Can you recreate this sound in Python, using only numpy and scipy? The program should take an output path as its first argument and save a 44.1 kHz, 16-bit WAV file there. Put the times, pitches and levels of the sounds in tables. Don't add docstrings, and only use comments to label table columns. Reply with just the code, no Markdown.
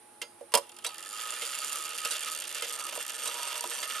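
import sys
import numpy as np
from scipy import signal
from scipy.fft import rfft, irfft, next_fast_len
from scipy.io import wavfile

SR = 44100
rng = np.random.default_rng(int(sys.argv[2]) if len(sys.argv) > 2 else 0)


def unload_audio(sound):
    columns = np.transpose(np.atleast_2d(sound))
    steps = np.round(np.clip(columns, -1, 1) * 32767)
    wavfile.write(sys.argv[1], SR, steps.astype(np.int16))


N = 176400


def amp(db):
    return 10 ** (np.asarray(db) / 20)


def at_hz(points, hz):
    p = np.array(points)
    return np.interp(np.log(hz), np.log(p[:, 0]), p[:, 1])


def drift(rate_hz):
    step = 40
    r = np.exp(-2 * np.pi * rate_hz * step / SR)
    noise = rng.standard_normal(N // step + 2002)
    slow = signal.lfilter([1], [1, -2 * r, r * r], noise)[2000:]
    return np.interp(np.arange(N) / step, np.arange(len(slow)), slow / slow.std())


def bursts(times, gains, rise_s, t60s):
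    out = np.zeros(N + SR)
    for s, gain, t60 in np.broadcast(times, gains, t60s):
        t = np.arange(int(max(t60, .002) * SR)) / SR
        start = int(s * SR)
        out[start:start + len(t)] += gain * (1 - np.exp(-t / rise_s)) * amp(-60 * t / t60)
    return out[:N]


def clicks(times, db):
    out = np.zeros(N)
    out[(times * SR).astype(int)] = amp(db)
    return out


def struck(events, modes):
    s, db = np.transpose(events)
    hits = clicks(s, db) + 1e-18
    out = 0
    for hz, level_db, t60 in modes:
        r, w = amp(-60 / (t60 * SR)), 2 * np.pi * hz / SR
        mode = signal.lfilter([.5, 0, -.5], [1, -2 * r * np.cos(w), r * r], hits)
        out = out + amp(level_db) * mode
    return out


# f/Hz, likeness (0 to 1)
LIKENESS = [(60, 0.46), (130, 0.63), (280, 0.62), (620, 1), (1340, 1), (2920, 0.92), (6360, 0.53),
            (13800, 0.035)]
# f/Hz, level/dB
LEFT_OVER_RIGHT = [(60, -13), (110, -16), (200, -5.5), (370, -6.5), (670, -6.5), (1230, -5.0), (2260, -4),
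                   (4130, -4.5), (7560, -3), (13800, -5)]
PHASED = .3


def body(envelope, colour, modes, blows=0, likeness=LIKENESS, phased=PHASED):
    size = 2 * next_fast_len(N // 2 + SR // 8)
    hz = np.maximum(np.arange(size // 2 + 1) * SR / size, 1)
    shape = 1 + sum(amp(db) / (1 + 2j * (hz - f_hz) / width) for f_hz, width, db in modes)
    cepstrum = irfft(np.log(amp(at_hz(colour, hz))), size)
    fold = np.r_[1, np.full(size // 2 - 1, 2), 1, np.zeros(size // 2 - 1)]
    shape = shape * np.exp(rfft(cepstrum * fold))
    shape = shape / np.sqrt(np.mean(abs(shape) ** 2))
    noise = rng.uniform(-1, 1, (2, N)) * np.sqrt(3)
    mid, side = rfft(envelope * noise + blows * np.array([[1], [0]]), size)
    share = np.clip(phased, 0, 1)
    side = np.sqrt(share) * 1j * mid + np.sqrt(1 - share) * side
    alike = np.clip(at_hz(likeness, hz), 0, 1)
    pan = amp(at_hz(LEFT_OVER_RIGHT, hz) / 2)
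    common = np.sqrt((1 + alike) / 2) * mid
    opposed = np.sqrt((1 - alike) / 2) * side
    return irfft(shape * np.array([(common + opposed) * pan, (common - opposed) / pan]), size)[:, :N]


# f/Hz, relative level/dB per Hz
HISS = [(18, -93), (30, -62), (68, -42), (91, -25.5), (156, -19.5), (172, -21), (247, -9.5), (274, -17.5),
        (354, -4), (393, -17), (435, -8.5), (548, -15.5), (656, -7.5), (709, -15), (827, -6), (917, -13),
        (7360, -26.5), (9520, -8.5), (11800, -22.5), (14000, -39.5)]
# f/Hz, likeness (0 to 1)
HISS_LIKENESS = [(60, 0.83), (130, 0.34), (280, 0.98), (620, 0.1), (1340, 0.6), (2920, 0.4), (6360, 0.2),
                 (13800, 0.0044)]
# f/Hz, rms level/dB
HUM = [(100, -85), (350, -76), (431, -90), (841, -65.5)]
HISS_DB = -56.5


def background():
    t = np.arange(N) / SR
    hum = 0
    for hz, db in HUM:
        level = np.sqrt(2) * amp(db + drift(6.7))
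        hum = hum + level * np.sin(2 * np.pi * (hz * t + rng.random()))
    hiss = body(amp(HISS_DB), HISS, [], likeness=HISS_LIKENESS, phased=0)
    return hiss + hum * amp([[2.5], [-2.5]])


# t/s, level/dB
TICKS = [(0.216, -46), (1.418, -46), (2.622, -44), (3.828, -44.5)]
# f/Hz, relative level/dB, t60/s
TICK_MODES = [(1336, 0, 0.15), (2090, 8.5, 0.09), (3120, 9, 0.08), (4650, -8, 0.24), (4920, -5, 0.28),
              (6525, -5, .22), (7600, -8, 0.055)]
# t/s, level/dB
TOCKS = [(0.846, -35), (2.05, -48), (3.256, -42)]
# f/Hz, relative level/dB, t60/s
TOCK_MODES = [(1340, -2.4, 0.055), (3250, 0, 0.043), (7660, 0, .04)]
# t/s, level/dB
LANDINGS = [(0.864, -38.5), (2.11, -39), (3.276, -40)]
# f/Hz, relative level/dB, t60/s
LANDING_MODES = [(3900, 8, 0.076), (4540, -1, 0.18), (6000, 7, .04), (7850, 2, .04), (8560, -1, 0.078)]


def escapement():
    return struck(TICKS, TICK_MODES) + struck(TOCKS, TOCK_MODES) + struck(LANDINGS, LANDING_MODES)


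# t/s, contact level/dB before the snap gain,
# rattle level/dB of case, panel, plate and lever, t60/s of the rattle before the lever's share
KNOCKS = [(0.217, -24, -51.5, -59, -32.5, -30.5, 0.061), (0.223, -24, -47, -52, -41.5, -47, 0.086),
          (0.409, -38, -35.5, -52.5, -70, -58, 0.054), (0.52, -22, -55, -42, -45.5, -44, 0.081),
          (0.539, -10, -21, -18.5, -17.5, -13, 0.037), (0.543, -20, -38, -21.5, -40, -39, 0.05),
          (0.551, -15, -21, -26.5, -26.5, -11, 0.061), (0.573, -16, -40, -27.5, -38, -22.5, 0.076),
          (0.582, -22, -32.5, -41, -58, -30, 0.035), (0.841, -3, -60, -75, -48, -37, 0.054),
          (0.846, -16, -43, -53, -31, -29, 0.09), (0.865, -32, -55, -41, -48, -28, 0.11),
          (1.419, -20, -46, -53, -37.5, -36, 0.16), (2.049, -19, -47, -50, -32, -23, 0.049),
          (2.055, -22, -54, -50, -37, -24, 0.039), (2.108, -21, -51.5, -60, -43, -31, 0.25),
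          (2.622, -7, -41.5, -45, -34, -25, 0.043), (2.676, -21, -61, -52, -66, -31, 0.016),
          (2.925, -19, -48, -41, -51, -39.5, 0.048), (2.958, -26, -37, -36.5, -65, -54, 0.037),
          (2.976, -18, -28.5, -39, -44, -41, 0.0097), (3.255, -3.5, -51, -43, -34.5, -29, 0.11),
          (3.275, -22.5, -51, -48, -57, -25, 0.063), (3.393, -22, -51.5, -41, -59, -34, 0.039),
          (3.555, -24, -56, -36, -34.5, -38, 0.032), (3.639, -24, -38, -33, -42, -29, 0.05),
          (3.829, -17, -47, -58, -31, -33, 0.066)]
KNOCK_RISE_S = .0005
LEVER_T60_SHARE = 0.42
SNAP_DB, THUD_DB = -38, 13.5


def knocks():
    at, contact_db, case_db, panel_db, plate_db, lever_db, t60 = np.transpose(KNOCKS)
    case, panel, plate = (bursts(at, amp(db), KNOCK_RISE_S, t60) for db in (case_db, panel_db, plate_db))
    lever = bursts(at, amp(lever_db), KNOCK_RISE_S, t60 * LEVER_T60_SHARE)
    lever_snap = clicks(at, contact_db + SNAP_DB)
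    case_thud, panel_thud = clicks(at, case_db + THUD_DB), clicks(at, panel_db + THUD_DB)
    return (lever, lever_snap), (case, case_thud), (panel, panel_thud), plate


# f/Hz, width/Hz, level/dB over the broad colour
LEVER = [(4420, 38, 3.4), (5180, 45, 9.3), (7930, 220, 3.7), (8780, 310, 6.5), (9370, 550, 5.8)]
# f/Hz, relative level/dB per Hz
LEVER_COLOUR = [(1500, -6), (3500, -7.5), (5000, 3.5), (6500, 1.5), (8500, 2.5), (10500, 2), (12500, -2.5),
                (14000, -27)]


def lever_rattle(rattle, snap):
    return rattle, LEVER_COLOUR, LEVER, snap


# t/s, then level/dB of tick, plate's middle band, back panel and case
DRIVE = [(0.62, -70, -41, -55, -44), (0.69, -58, -55, -57, -72), (0.86, -45, -47, -73, -73),
         (1.02, -46, -53, -69, -67), (1.18, -41, -44, -60, -62.5), (1.33, -42, -43, -56.5, -59),
         (1.44, -40, -44.5, -66, -65), (1.61, -39, -41.5, -58.5, -58.5), (1.98, -41, -43, -63, -60.5),
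         (2.21, -41.5, -42, -61, -62), (2.38, -38.5, -42.5, -61, -58), (2.61, -41.5, -41, -62.5, -58),
         (2.86, -40.5, -44, -52, -58), (3.01, -40, -44, -57, -65), (3.24, -40.5, -43, -57, -56),
         (3.44, -40, -40, -49.5, -56.5), (3.66, -41.5, -43.5, -57, -55), (3.8, -40, -45.5, -51.5, -58),
         (4.0, -42, -40, -63, -59)]
# f/Hz, width/Hz, level/dB over the broad colour
CASE = [(241, 19, 15), (356, 19, 7.5), (477, 29.6, 18), (560.6, 18.4, 14), (601, 24, 11.5)]
# f/Hz, relative level/dB per Hz
CASE_COLOUR = [(100, -44.5), (250, -12.5), (400, -1), (650, 5.5), (900, -15.5), (2000, -39)]
# f/Hz, width/Hz, level/dB over the broad colour
PANEL = [(757, 47, 15), (876, 40, 5.5), (962.6, 26, 11), (1111, 33, 1.7)]
# f/Hz, relative level/dB per Hz
PANEL_COLOUR = [(300, -27), (700, -12.5), (1000, 4.5), (1300, -3.5), (3000, -8.5)]
# f/Hz, width/Hz, level/dB over the broad colour
PLATE = [(1450, 17, 2.4), (1982, 14.5, 5.6), (2172, 17, 6), (2402, 25, 5.8), (2782, 146, 10.1),
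         (3083, 77, 2.8), (3218, 43, 4.1), (3467, 115, 4.1)]
# f/Hz, relative level/dB per Hz
PLATE_COLOUR = [(700, -31.5), (1300, 3.5), (2000, -2), (3000, 1.5), (4000, 0.5), (5500, -1.5), (9000, -7)]
PATCHY_DB, PATCH_HZ = -1, 33


def wood_and_plate(push, case_knocks, panel_knocks, plate_rattle):
    t = np.arange(N) / SR
    s, _, *levels = np.transpose(DRIVE)
    plate, panel, case = (amp(np.interp(t, s, db)) * push for db in levels)
    (case_rattle, case_thud), (panel_rattle, panel_thud) = case_knocks, panel_knocks
    patchy = amp(PATCHY_DB * drift(PATCH_HZ))
    return [(case + case_rattle, CASE_COLOUR, CASE, case_thud),
            (panel + panel_rattle, PANEL_COLOUR, PANEL, panel_thud),
            (plate * patchy + plate_rattle, PLATE_COLOUR, PLATE)]


# t/s, level/dB
THUDS = [(0.556, -39.5), (3.655, -43.5)]
# f/Hz, relative level/dB, t60/s
THUD_MODES = [(354.6, -0.65, 0.18), (451, -3, 0.11)]


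def case_thuds():
    return struck(THUDS, THUD_MODES)


# t/s, level/dB
RINGING = [(0.62, -54), (0.65, -79), (0.85, -57), (0.89, -56), (1.25, -45.5), (1.29, -49), (1.32, -45),
           (1.36, -51), (1.7, -46.5), (1.73, -41), (2.0, -53.5), (2.05, -44.5), (2.19, -55), (2.28, -43.5),
           (2.33, -45.5), (2.36, -59), (2.45, -59), (2.58, -54), (2.66, -56), (2.84, -43), (2.94, -52.5),
           (3.19, -57), (3.28, -44.5), (3.3, -50.5), (3.58, -47), (3.61, -72), (3.64, -48), (3.72, -60),
           (3.81, -54), (3.84, -50.5), (4.0, -40.5)]
# f/Hz, width/Hz, level/dB over the broad colour
RING = [(1271.4, 41, 24.9), (1355, 75, 17.2)]
# f/Hz, relative level/dB per Hz
RING_COLOUR = [(600, -63), (1100, 4.5), (1300, 7.5), (1500, -14.5), (3000, 0.5)]
# t/s, speed/teeth per s
SPEED = [(0.62, 56.66), (0.7, 30.92), (0.78, 53.62), (0.86, 45.17), (0.94, 78.64), (1.03, 90.25),
         (1.14, 108.69), (1.27, 116.39), (1.4, 124.28), (1.53, 132.03), (1.66, 142.49), (1.79, 146.79),
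         (1.92, 152.01), (2.05, 154.87), (2.18, 149.5), (2.31, 156.64), (2.44, 154.41), (2.57, 142.08),
         (2.7, 138.24), (2.83, 141.72), (2.96, 138.19), (3.09, 128.01), (3.22, 128.93), (3.35, 134.54),
         (3.48, 135.4), (3.61, 135.3), (3.74, 132.37), (3.87, 136.16), (4.0, 133.31)]
START_S = SPEED[0][0]
SING_HZ, SING_WANDER_HZ = 1259, 8.964
SING_DB = -1


def plate_ring():
    t = np.arange(N) / SR
    ring = amp(np.interp(t, *np.transpose(RINGING))) * (t >= START_S)
    pitch = SING_HZ + SING_WANDER_HZ * drift(21.1)
    sing = ring * amp(SING_DB) * np.sin(2 * np.pi * np.cumsum(pitch) / SR)
    return (ring, RING_COLOUR, RING), sing


# t/s, level/dB before the contact gain
SLOW_TEETH = [(0.6364, -68), (0.667, -48), (0.6927, -36), (0.718, -40.5), (0.743, -47), (0.765, -37.5),
              (0.7864, -35.5), (0.8056, -56), (0.822, -47), (0.8895, -33.5), (0.903, -39), (0.9174, -40),
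              (0.9306, -39), (0.9428, -33), (0.956, -39), (0.969, -40), (0.9816, -30.5), (0.993, -34.5),
              (1.005, -35), (1.016, -40), (1.026, -30.5), (1.037, -37), (1.048, -36), (1.059, -32.5)]
JUMPED = [1.832, 1.872, 1.885, 1.912, 1.925, 1.938, 1.971, 2.01, 2.023, 2.173, 2.187, 2.2, 2.253, 2.292,
          2.304, 2.343, 2.356, 2.368, 2.381, 2.394, 2.413, 2.426, 2.433, 2.446, 2.459, 2.465, 2.485, 2.519,
          2.533, 2.589, 2.603, 2.617, 2.66, 2.717, 2.768, 2.782, 2.817, 2.831, 2.86, 2.874, 2.903, 2.917,
          2.982, 3.042, 3.057, 3.072, 3.111, 3.127, 3.173, 3.534, 3.549, 3.601, 3.615, 3.645, 3.862]
FIRST_TOOTH = 1.04
EVEN_FROM_S = 1.066
JUMPED_DB, TOOTH_SPREAD_DB, TOOTH_JITTER_S = -19, 3, .0003
CONTACT_DB, TICK_CREST_DB = 4.5, 11
TICK_RISE_S, TICK_T60_S = .001, .008
TICK_TAIL_DB, TICK_TAIL_T60_S = -20, .024
TOOTH_SNAP_DB, TOOTH_SNAP_LAG_S = 1, .0008
PUSH_LAG_S, PUSH_RISE_S, PUSH_T60_S = .0014, .0023, .025
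RUB_DB = -11.5


def teeth():
    t = np.arange(N) / SR
    s, rate = np.transpose(SPEED)
    turned = np.cumsum(np.interp(t, s, rate) * (t >= START_S)) / SR + 1 - FIRST_TOOTH
    even = np.interp(np.arange(1, turned[-1]), turned, t)
    even = even[even > EVEN_FROM_S]
    chance = rng.standard_normal((len(even), 3))
    jumped = abs(even[:, None] - np.ravel(JUMPED)).min(axis=1) < .002
    slow, slow_db = np.transpose(SLOW_TEETH)
    times = np.r_[slow, even + TOOTH_JITTER_S * chance[:, 0]]

    force_db = np.interp(even, *np.transpose(DRIVE)[:2])
    even_db = force_db + TICK_CREST_DB + TOOTH_SPREAD_DB * chance[:, 1] + JUMPED_DB * jumped
    tick_db = CONTACT_DB + np.r_[slow_db, even_db]
    tick = bursts(times, amp(tick_db), TICK_RISE_S, TICK_T60_S)
    tick = tick + bursts(times, amp(tick_db + TICK_TAIL_DB), TICK_RISE_S, TICK_TAIL_T60_S)
    snap_times = np.minimum(times + TOOTH_SNAP_LAG_S, (N - 1) / SR)
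    snap = clicks(snap_times, TOOTH_SNAP_DB + tick_db)

    even_push_db = TOOTH_SPREAD_DB * chance[:, 2] + JUMPED_DB / 2 * jumped
    push_db = np.r_[slow_db - slow_db.mean(), even_push_db]
    push = bursts(times + PUSH_LAG_S, amp(push_db), PUSH_RISE_S, PUSH_T60_S)
    push = push / np.sqrt(np.mean(push ** 2)) + amp(RUB_DB) * (t >= START_S)
    return tick, snap, push / np.sqrt(np.mean(push ** 2))


# f/Hz, width/Hz, level/dB over the broad colour
WHEELS_EARLY = [(4575, 79, 13), (4870, 90, 10.5), (7170, 117, 14.5), (8400, 160, 2), (8980, 190, 13.5),
                (10070, 400, 5.5)]
# f/Hz, width/Hz, level/dB over the broad colour
WHEELS_LATE = [(4574, 47, 16.4), (5940, 105, 7.5), (6780, 120, 3.3), (7520, 120, 4.3), (8610, 230, 14.4),
               (9300, 160, 2.9), (11300, 280, 3.6)]
# f/Hz, relative level/dB per Hz
WHEEL_COLOUR = [(1500, -16), (2700, -15), (3800, -9), (5000, -2.5), (6500, 1.5), (8500, 0), (10500, 0),
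                (12500, -0.5), (14000, -27)]
SHIFT_S, SHIFT_SPAN_S = 2.4, 0.37


def wheels(tick, snap):
    t = np.arange(N) / SR
    late = 1 / (1 + np.exp((SHIFT_S - t) / SHIFT_SPAN_S))
    fade_out, fade_in = np.sqrt(1 - late), np.sqrt(late)
    return [(tick * fade_out, WHEEL_COLOUR, WHEELS_EARLY, snap * fade_out),
            (tick * fade_in, WHEEL_COLOUR, WHEELS_LATE, snap * fade_in)]


# t/s, level/dB
UPPER = [(0.9, -61.5), (1.24, -52), (1.9, -58.5), (2.09, -51), (2.47, -58), (2.54, -51), (2.69, -59),
         (3.0, -51.5), (3.6, -58.5), (3.9, -51)]
# f/Hz, width/Hz, level/dB over the broad colour
UPPER_RING = [(1767, 30, 15)]


def upper_ring(push):
    t = np.arange(N) / SR
    level = amp(np.interp(t, *np.transpose(UPPER), -120) - 0.5)
    colour = [(600, -33), (1790, -16), (5000, -30)]  # f/Hz, relative level/dB per Hz
    return level * push, colour, UPPER_RING


# t/s, f/Hz, rms level/dB
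RUBBING = [(3.3, 967, -61), (3.4, 962, -49), (3.48, 950, -51), (3.55, 935, -53), (3.62, 946, -52.5),
           (3.65, 1000, -64)]


def rubbing():
    t = np.arange(N) / SR
    s, hz, db = np.transpose(RUBBING)
    pitch = np.interp(t, s, hz) + SING_WANDER_HZ * drift(20)
    level = np.sqrt(2) * amp(np.interp(t, s, db, -120, -120) + 3.2 * drift(30))
    return level * np.sin(2 * np.pi * np.cumsum(pitch) / SR)


def movement():
    tick, snap, push = teeth()
    lever, case, panel, plate_rattle = knocks()
    shaken = wood_and_plate(push, case, panel, plate_rattle)
    ring, sing = plate_ring()
    tones = sing + rubbing() + case_thuds() + escapement()
    pan = amp(at_hz(LEFT_OVER_RIGHT, SING_HZ) / 2)
    parts = [*wheels(tick, snap), upper_ring(push), lever_rattle(*lever), ring, *shaken]
    return sum(body(*part) for part in parts) + tones * np.array([[pan], [1 / pan]])


ROOM_DB, ROOM_T60_S = -18.5, 0.24


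def room(x):
    t = np.arange(int(ROOM_T60_S * SR)) / SR
    tail = rng.standard_normal((2, len(t))) * amp(-60 * t / ROOM_T60_S) * (t > .003)
    tail = tail / np.sqrt(np.sum(tail ** 2, axis=1, keepdims=True))
    return amp(ROOM_DB) * signal.fftconvolve(x, tail, axes=1)[:, :N]


LOWEST_HZ = 200


def scene():
    high_pass = signal.butter(2, LOWEST_HZ, "high", fs=SR, output="sos")
    clock = signal.sosfilt(high_pass, movement())
    return clock + room(clock) + background()


CUTOFF_HZ = 14400


def record(dry):
    return signal.sosfilt(signal.cheby2(12, 60, CUTOFF_HZ, fs=SR, output="sos"), dry)


dry = scene()
out = record(dry)
unload_audio(out)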